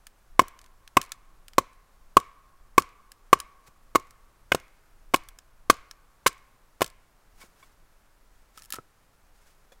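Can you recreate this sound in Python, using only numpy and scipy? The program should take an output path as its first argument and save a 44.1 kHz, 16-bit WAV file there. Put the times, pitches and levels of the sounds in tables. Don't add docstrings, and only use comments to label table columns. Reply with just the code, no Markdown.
import sys
import numpy as np
from scipy import signal
from scipy.fft import rfft, irfft, next_fast_len
from scipy.io import wavfile
from scipy.ndimage import map_coordinates

SR = 44100
rng = np.random.default_rng(int(sys.argv[2]) if len(sys.argv) > 2 else 0)


def output_pcm(signal):
    pcm = np.clip(np.atleast_2d(signal).T, -1, 1) * 32767
    wavfile.write(sys.argv[1], SR, np.round(pcm).astype(np.int16))


N = 432161
T = np.arange(SR // 6) / SR

# f/Hz, level/dB
HUSH_SPECTRUM = [(60, -7.5), (130, 4), (250, 0.5), (400, 0), (700, 0.5), (1300, 0.5), (2000, -5.5),
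                 (3200, -11.5), (7500, -13.5), (12000, -14.5), (16000, -18)]
# f/Hz, level/dB
RUMBLE_SPECTRUM = [(10, -2), (22, 6), (45, -8), (80, -15), (130, -22.5), (250, -37.5), (600, -90.5)]
# t/s, level/dB
RUMBLE_LEVELS = [(0, -57), (4, -57), (7.4, -59), (9.8, -59.5)]
# f/Hz, level/dB
COVER_SPECTRUM = [(100, 1.5), (600, -3.5), (1100, -3.5), (2500, -5), (8000, 3), (15000, -0.5)]
# f/Hz, t60/s
COVER_DECAY = [(100, 0.097), (2000, 0.28), (12000, 0.088)]
# f/Hz, level/dB
TRUNK_SPECTRUM = [(100, -13.5), (500, -6), (850, -6), (1080, 8.5), (1300, 0.5), (1850, -1.5), (2220, 5),
                  (2700, -5), (3600, -8), (7000, -10), (14000, -19.5)]
# f/Hz, t60/s
TRUNK_DECAY = [(200, .4), (1100, 0.47), (2200, 0.55), (5000, .38), (12000, 0.23)]
# f/Hz, level/dB
DEEP_SPECTRUM = [(100, -15), (600, -8), (1100, -4), (2200, 1.5), (5000, -3), (12000, -9.5)]
# f/Hz, t60/s
DEEP_DECAY = [(200, 1.1), (1100, 1.7), (2200, 0.83), (10000, .7)]

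# peak t/s, peak level/dB, rise/s, fall/s
BRUSHES = [(3.68, -54.5, .035, 0.017), (7.427, -52, 0.067, 0.049), (7.632, -60.5, 0.11, 0.091),
           (8.37, -74.5, .12, .2), (8.585, -62, 0.083, 0.12), (8.742, -45.5, 0.036, 0.044),
           (9.49, -69, .3, 0.16)]
# f/Hz, level/dB
RUSTLE_SPECTRUM = [(150, -9), (600, -3), (1500, 2), (3500, -5), (7000, -4), (15000, -12)]
# t/s, level/dB
THUMPS = [(0.416, -31.5), (3.682, -56), (7.435, -54.5), (8.74, -53), (8.785, -43)]
# f/Hz, level/dB
THUMP_SPECTRUM = [(30, -9.5), (90, 0.5), (170, 3), (300, -0.5), (550, -6), (900, -16), (2500, -40.5)]
# t/s, level/dB
BATON_DROPS = [(7.414, -52.5), (7.424, -52), (7.627, -52)]
# f/Hz, level/dB, t60/s
BATON_MODES = [(1070, 5, 0.043), (1540, -5, 0.035), (2250, 6, 0.04), (3450, -4.5, .05)]
# t/s, level/dB
KNOCKS = [(8.577, -49), (8.739, -39), (8.766, -47), (8.786, -40.5)]
# f/Hz, level/dB, t60/s
HALF_LOG_MODES = [(400, -10.5, 0.022), (580, 0.5, 0.044), (1030, 8, 0.03), (1305, 24, 0.032),
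                  (1720, -23, .02)]
# f/Hz, level/dB, t60/s
PIECE_MODES = [(544, -3.5, 0.079), (735, -6, .07), (1686, -3, 0.027), (2420, -7.5, 0.046),
               (3440, -9, 0.078), (4360, -16, 0.043)]

# t/s, f/Hz, level/dB
SNAPS = [(0.0684, 5840, -47), (0.482, 7600, -48), (0.8764, 4200, -49.5), (1.015, 4900, -35.5),
         (1.119, 4965, -34.5), (1.4821, 5550, -48.5), (1.5337, 3697, -55), (2.7965, 6190, -39),
         (2.8211, 4614, -44), (3.118, 6100, -49), (3.4012, 5500, -35), (4.1076, 6600, -56),
         (5.1601, 5750, -36.5), (5.2869, 7920, -47.5), (5.3872, 4640, -49), (5.9114, 4700, -44.5),
         (8.6212, 6900, -50), (8.704, 9100, -41), (8.7233, 7600, -32)]
# t/s, length/s, f/Hz, first level/dB, fall to the last/dB
TEARS = [(0.59, .074, 5000, -54, 8), (1.028, 0.033, 6000, -50, 11.5), (5.7, .008, 5214, -20.5, 12.5),
         (6.267, .012, 5360, -22.5, 6.5), (6.825, .052, 5500, -30.5, 22), (8.575, .021, 6100, -50, 8),
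         (8.634, .025, 7500, -57.5, -2), (8.735, .028, 6000, -38.5, 10)]
# f/Hz, level/dB
FIBRE_SPECTRUM = [(150, -29), (900, -16.5), (1600, -3), (3000, -2), (5500, -1), (8000, -1), (11000, -5),
                  (18000, -14)]
# f/Hz, level/dB, t60/s
SPLINTER_MODES = [(1330, -6, 0.03), (1708, -1.5, 0.021), (3100, -0.5, 0.014), (3640, -3, 0.012),
                  (5350, 0, 0.016)]

# t/s, baton f/Hz, force/dB, ring/dB, clack/dB, lead of a graze/s (0 for none)
BLOWS = [(0.3933, 1066, -16.5, -8.5, -18.5, 0), (0.9693, 1080, -16, -10.5, -18.5, 0.0011),
         (1.582, 1085, -16, -13, -29, 0), (2.1686, 1107, -16.5, -7.5, -21.5, 0.00073),
         (2.7799, 1115, -15.5, -8.5, -20, 0.00087), (3.3294, 1114, -15, -7.5, -20, 0),
         (3.9558, 1110, -18.5, -14, -27, .006), (4.5194, 1078, -22.5, -29, -17.5, 0.0013),
         (4.547, 1065, -21.5, -30, -38, 0), (5.142, 1083, -18.5, -16, -20, .0043),
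         (5.6988, 1112, -15.5, -12, -17, 0.00047), (6.2634, 1085, -21.5, -15.5, -19, .002),
         (6.818, 1081, -19, -22.5, -27.5, .01)]
# f/Hz, level/dB, t60/s
LOG_MODES = [(89, -13.5, 0.064), (163, -11.5, 0.045), (292, -7.5, .03), (383, 2.5, 0.021), (525, 6, 0.016),
             (661, 2.5, 0.015)]
# f/Hz, level/dB, t60/s
BLADE_MODES = [(1545, 1, 0.017), (2190, 3, 0.015), (2514, -1.5, 0.016), (2940, -2, 0.015),
               (3390, -6, 0.012)]
# f/Hz, level/dB
CRACK_SPECTRUM = [(200, -24.5), (1000, 6.5), (2500, 1), (4000, -2.5), (7500, -3), (10000, -7.5),
                  (14000, -9), (17000, -16)]
# f/Hz, level/dB
GROUND_SPECTRUM = [(10, -10.5), (25, 0.5), (60, -4), (100, -10), (200, -34), (500, -91)]

FIBRE_HZ = 5600


def amp(db):
    return 10 ** (np.asarray(db) / 20)


def decay(t60, t=T):
    return amp(-60 * t / t60)


def attack(rise_s, t=T):
    return 1 - np.exp(-t / rise_s)


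def burst(x):
    return x / np.sqrt(np.sum(x ** 2) / (SR / 100) + 1e-20)


def along(points, hz):
    f, values = np.transpose(points)
    return np.interp(np.log(hz + 1), np.log(f + 1), values)


def wobble(rate):
    knots = rng.standard_normal(int(N * rate / SR) + 4)
    return map_coordinates(knots, [np.arange(N) * rate / SR])


def colour(x, spectrum):
    size = next_fast_len(len(x))
    gain = amp(along(spectrum, np.fft.rfftfreq(size, 1 / SR)))
    shaped = irfft(rfft(x, size) * gain, size)[:len(x)]
    return shaped / np.sqrt(np.mean(shaped ** 2) + 1e-20)


def grit(size, spectrum, spiky):
    sign, strength = rng.standard_normal((2, size))
    return colour(sign * np.exp(spiky * np.minimum(strength, 2.5)), spectrum)


def add(track, s, x):
    part = track[max(round(s * SR), 0):][:len(x)]
    part += x[:len(part)]


def ring(modes):
    hz, db, t60 = np.transpose(modes)[:, :, None]
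    louder, higher = rng.standard_normal((2, len(modes), 1))
    hz = hz + higher / (2 * t60)
    partials = amp(db + 2 * louder) * decay(t60) * np.sin(2 * np.pi * hz * T)
    return burst(partials.sum(axis=0))


def air():
    hush = amp(-66.5 + .4 * wobble(2)) * colour(rng.standard_normal(N), HUSH_SPECTRUM)
    rumble = colour(rng.standard_normal(N), RUMBLE_SPECTRUM)
    rumble_db = np.interp(np.arange(N) / SR, *np.transpose(RUMBLE_LEVELS))
    return hush + amp(rumble_db + 2 * wobble(5.3)) * rumble


def echo(spectrum, t60s, onset_s):
    hz, t, bands = signal.stft(colour(rng.standard_normal(SR), spectrum), SR, nperseg=256)
    bands = bands * decay(along(t60s, hz)[:, None], t)
    tail = signal.istft(bands, SR, nperseg=256)[1][:SR]
    tail *= 1 - np.exp(-(np.arange(SR) / SR / onset_s) ** 2)
    return tail / np.linalg.norm(tail)


def forest(x):
    near = amp(-26) * echo(COVER_SPECTRUM, COVER_DECAY, onset_s=.0034)
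    deep = amp(-41.5) * echo(DEEP_SPECTRUM, DEEP_DECAY, onset_s=.013)
    return signal.fftconvolve(x, signal.unit_impulse(SR) + near + deep)


def rustling(stir_db=-79, swing_db=22.5):
    t = np.arange(N) / SR
    level = amp(stir_db)
    for s, db, rise, fall in BRUSHES:
        off_peak = np.maximum((s - t) / rise, (t - s) / fall)
        level = level + amp(db - swing_db * off_peak)
    clumps = amp(2 * wobble(70))
    return level * clumps * grit(N, RUSTLE_SPECTRUM, spiky=.41)


def thump():
    return burst(grit(len(T), THUMP_SPECTRUM, spiky=.33) * decay(.035) * attack(.00086))


def loose_wood(tap_s=9.721, tap_db=-55.5):
    out = np.zeros(N)
    for s, db in THUMPS:
        add(out, s, amp(db) * thump())
    for s, db in BATON_DROPS:
        add(out, s, amp(db) * burst(ring(BATON_MODES) * attack(.0026)))
    for s, db in KNOCKS:
        add(out, s, amp(db) * ring(HALF_LOG_MODES))
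    tick = burst(grit(len(T), RUSTLE_SPECTRUM, spiky=.6) * decay(.081))
    tap = amp(2) * ring(PIECE_MODES) + amp(-3) * tick
    add(out, tap_s, amp(tap_db) * tap)
    return out


def snap(hz):
    spectrum = np.array(FIBRE_SPECTRUM) * [hz / FIBRE_HZ, 1]
    envelope = (decay(.01) + amp(-21.5) * decay(.045)) * attack(.0005)
    tick = burst(grit(len(T), spectrum, spiky=.38) * envelope)
    shiver = burst(ring(SPLINTER_MODES) * attack(.001))
    return tick + amp(-9) * shiver


def tearing(count):
    snaps = []
    for s, length, hz, db, fall_db in TEARS:
        scatter = .12 * rng.standard_normal(count)
        scatter[0] = 0
        shares = (np.arange(count) + scatter) / (count - 1)
        snaps += [(s + length * share, hz, db - fall_db * share) for share in shares]
    return snaps


def straining(count, mean_delay_s=.046, start_db=-47, fall_db_per_s=150, spread_db=3):
    snaps = []
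    for s, *_ in BLOWS:
        for delay in rng.exponential(mean_delay_s, count):
            db = start_db - fall_db_per_s * delay + spread_db * rng.standard_normal()
            snaps.append((s + delay, FIBRE_HZ, db))
    return snaps


def splitting():
    out = np.zeros(N)
    for s, hz, db in SNAPS + tearing(count=4) + straining(count=2):
        add(out, s, amp(db) * snap(hz))
    return out


def log_thud(corner_hz=199):
    motion = ring(LOG_MODES) * attack(.00065)
    highpass = signal.butter(1, corner_hz, "highpass", fs=SR, output="sos")
    return -burst(signal.sosfilt(highpass, motion))


def strike(hz, force_db, ring_db, clack_db):
    swell = 1 - np.exp(-(T / .0022) ** 2)
    bend = amp(ring_db + .5) * burst(np.sin(2 * np.pi * hz * T) * decay(.022) * swell)
    thud = amp(force_db) * log_thud()
    clack = amp(clack_db) * burst(ring(BLADE_MODES) * attack(.0024))
    crack_db = force_db - 4.5
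    crack = amp(crack_db) * burst(grit(len(T), CRACK_SPECTRUM, spiky=1) * decay(.026) * attack(.0005))
    out = forest(bend + thud + clack + crack)
    wash_gain = amp(clack_db - 8.5) + amp(crack_db - 6)
    add(out, 0, wash_gain * echo(TRUNK_SPECTRUM, TRUNK_DECAY, onset_s=.048))
    t = np.arange(SR) / SR
    boom = colour(rng.standard_normal(SR), GROUND_SPECTRUM) * decay(.3, t) * attack(.01, t)
    add(out, 0, amp(force_db - 32) * boom)
    return out


def batoning(graze_db=-11, graze_pitch_ratio=1.1, settle_s=.025, settle_db=-30):
    out = np.zeros(N)
    for s, hz, force_db, ring_db, clack_db, lead in BLOWS:
        add(out, s, strike(hz, force_db, ring_db, clack_db))
        if lead > 0:
            graze = strike(hz * graze_pitch_ratio, force_db, ring_db, clack_db)
            add(out, s - lead, amp(graze_db) * graze)
        add(out, s + settle_s, amp(force_db + settle_db) * thump())
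    return out


def scene():
    return (batoning() + forest(splitting() + loose_wood())[:N] + rustling() + air())[None]


def record(dry):
    clipped = dry / (1 + np.abs(dry) ** 14) ** (1 / 14)
    size = next_fast_len(N + SR // 2)
    lowpass = 1 / (1 + (np.fft.rfftfreq(size, 1 / SR) / 16000) ** 120)
    return irfft(rfft(clipped, size) * lowpass, size)[:, :N]


dry = scene()
out = record(dry)
output_pcm(out)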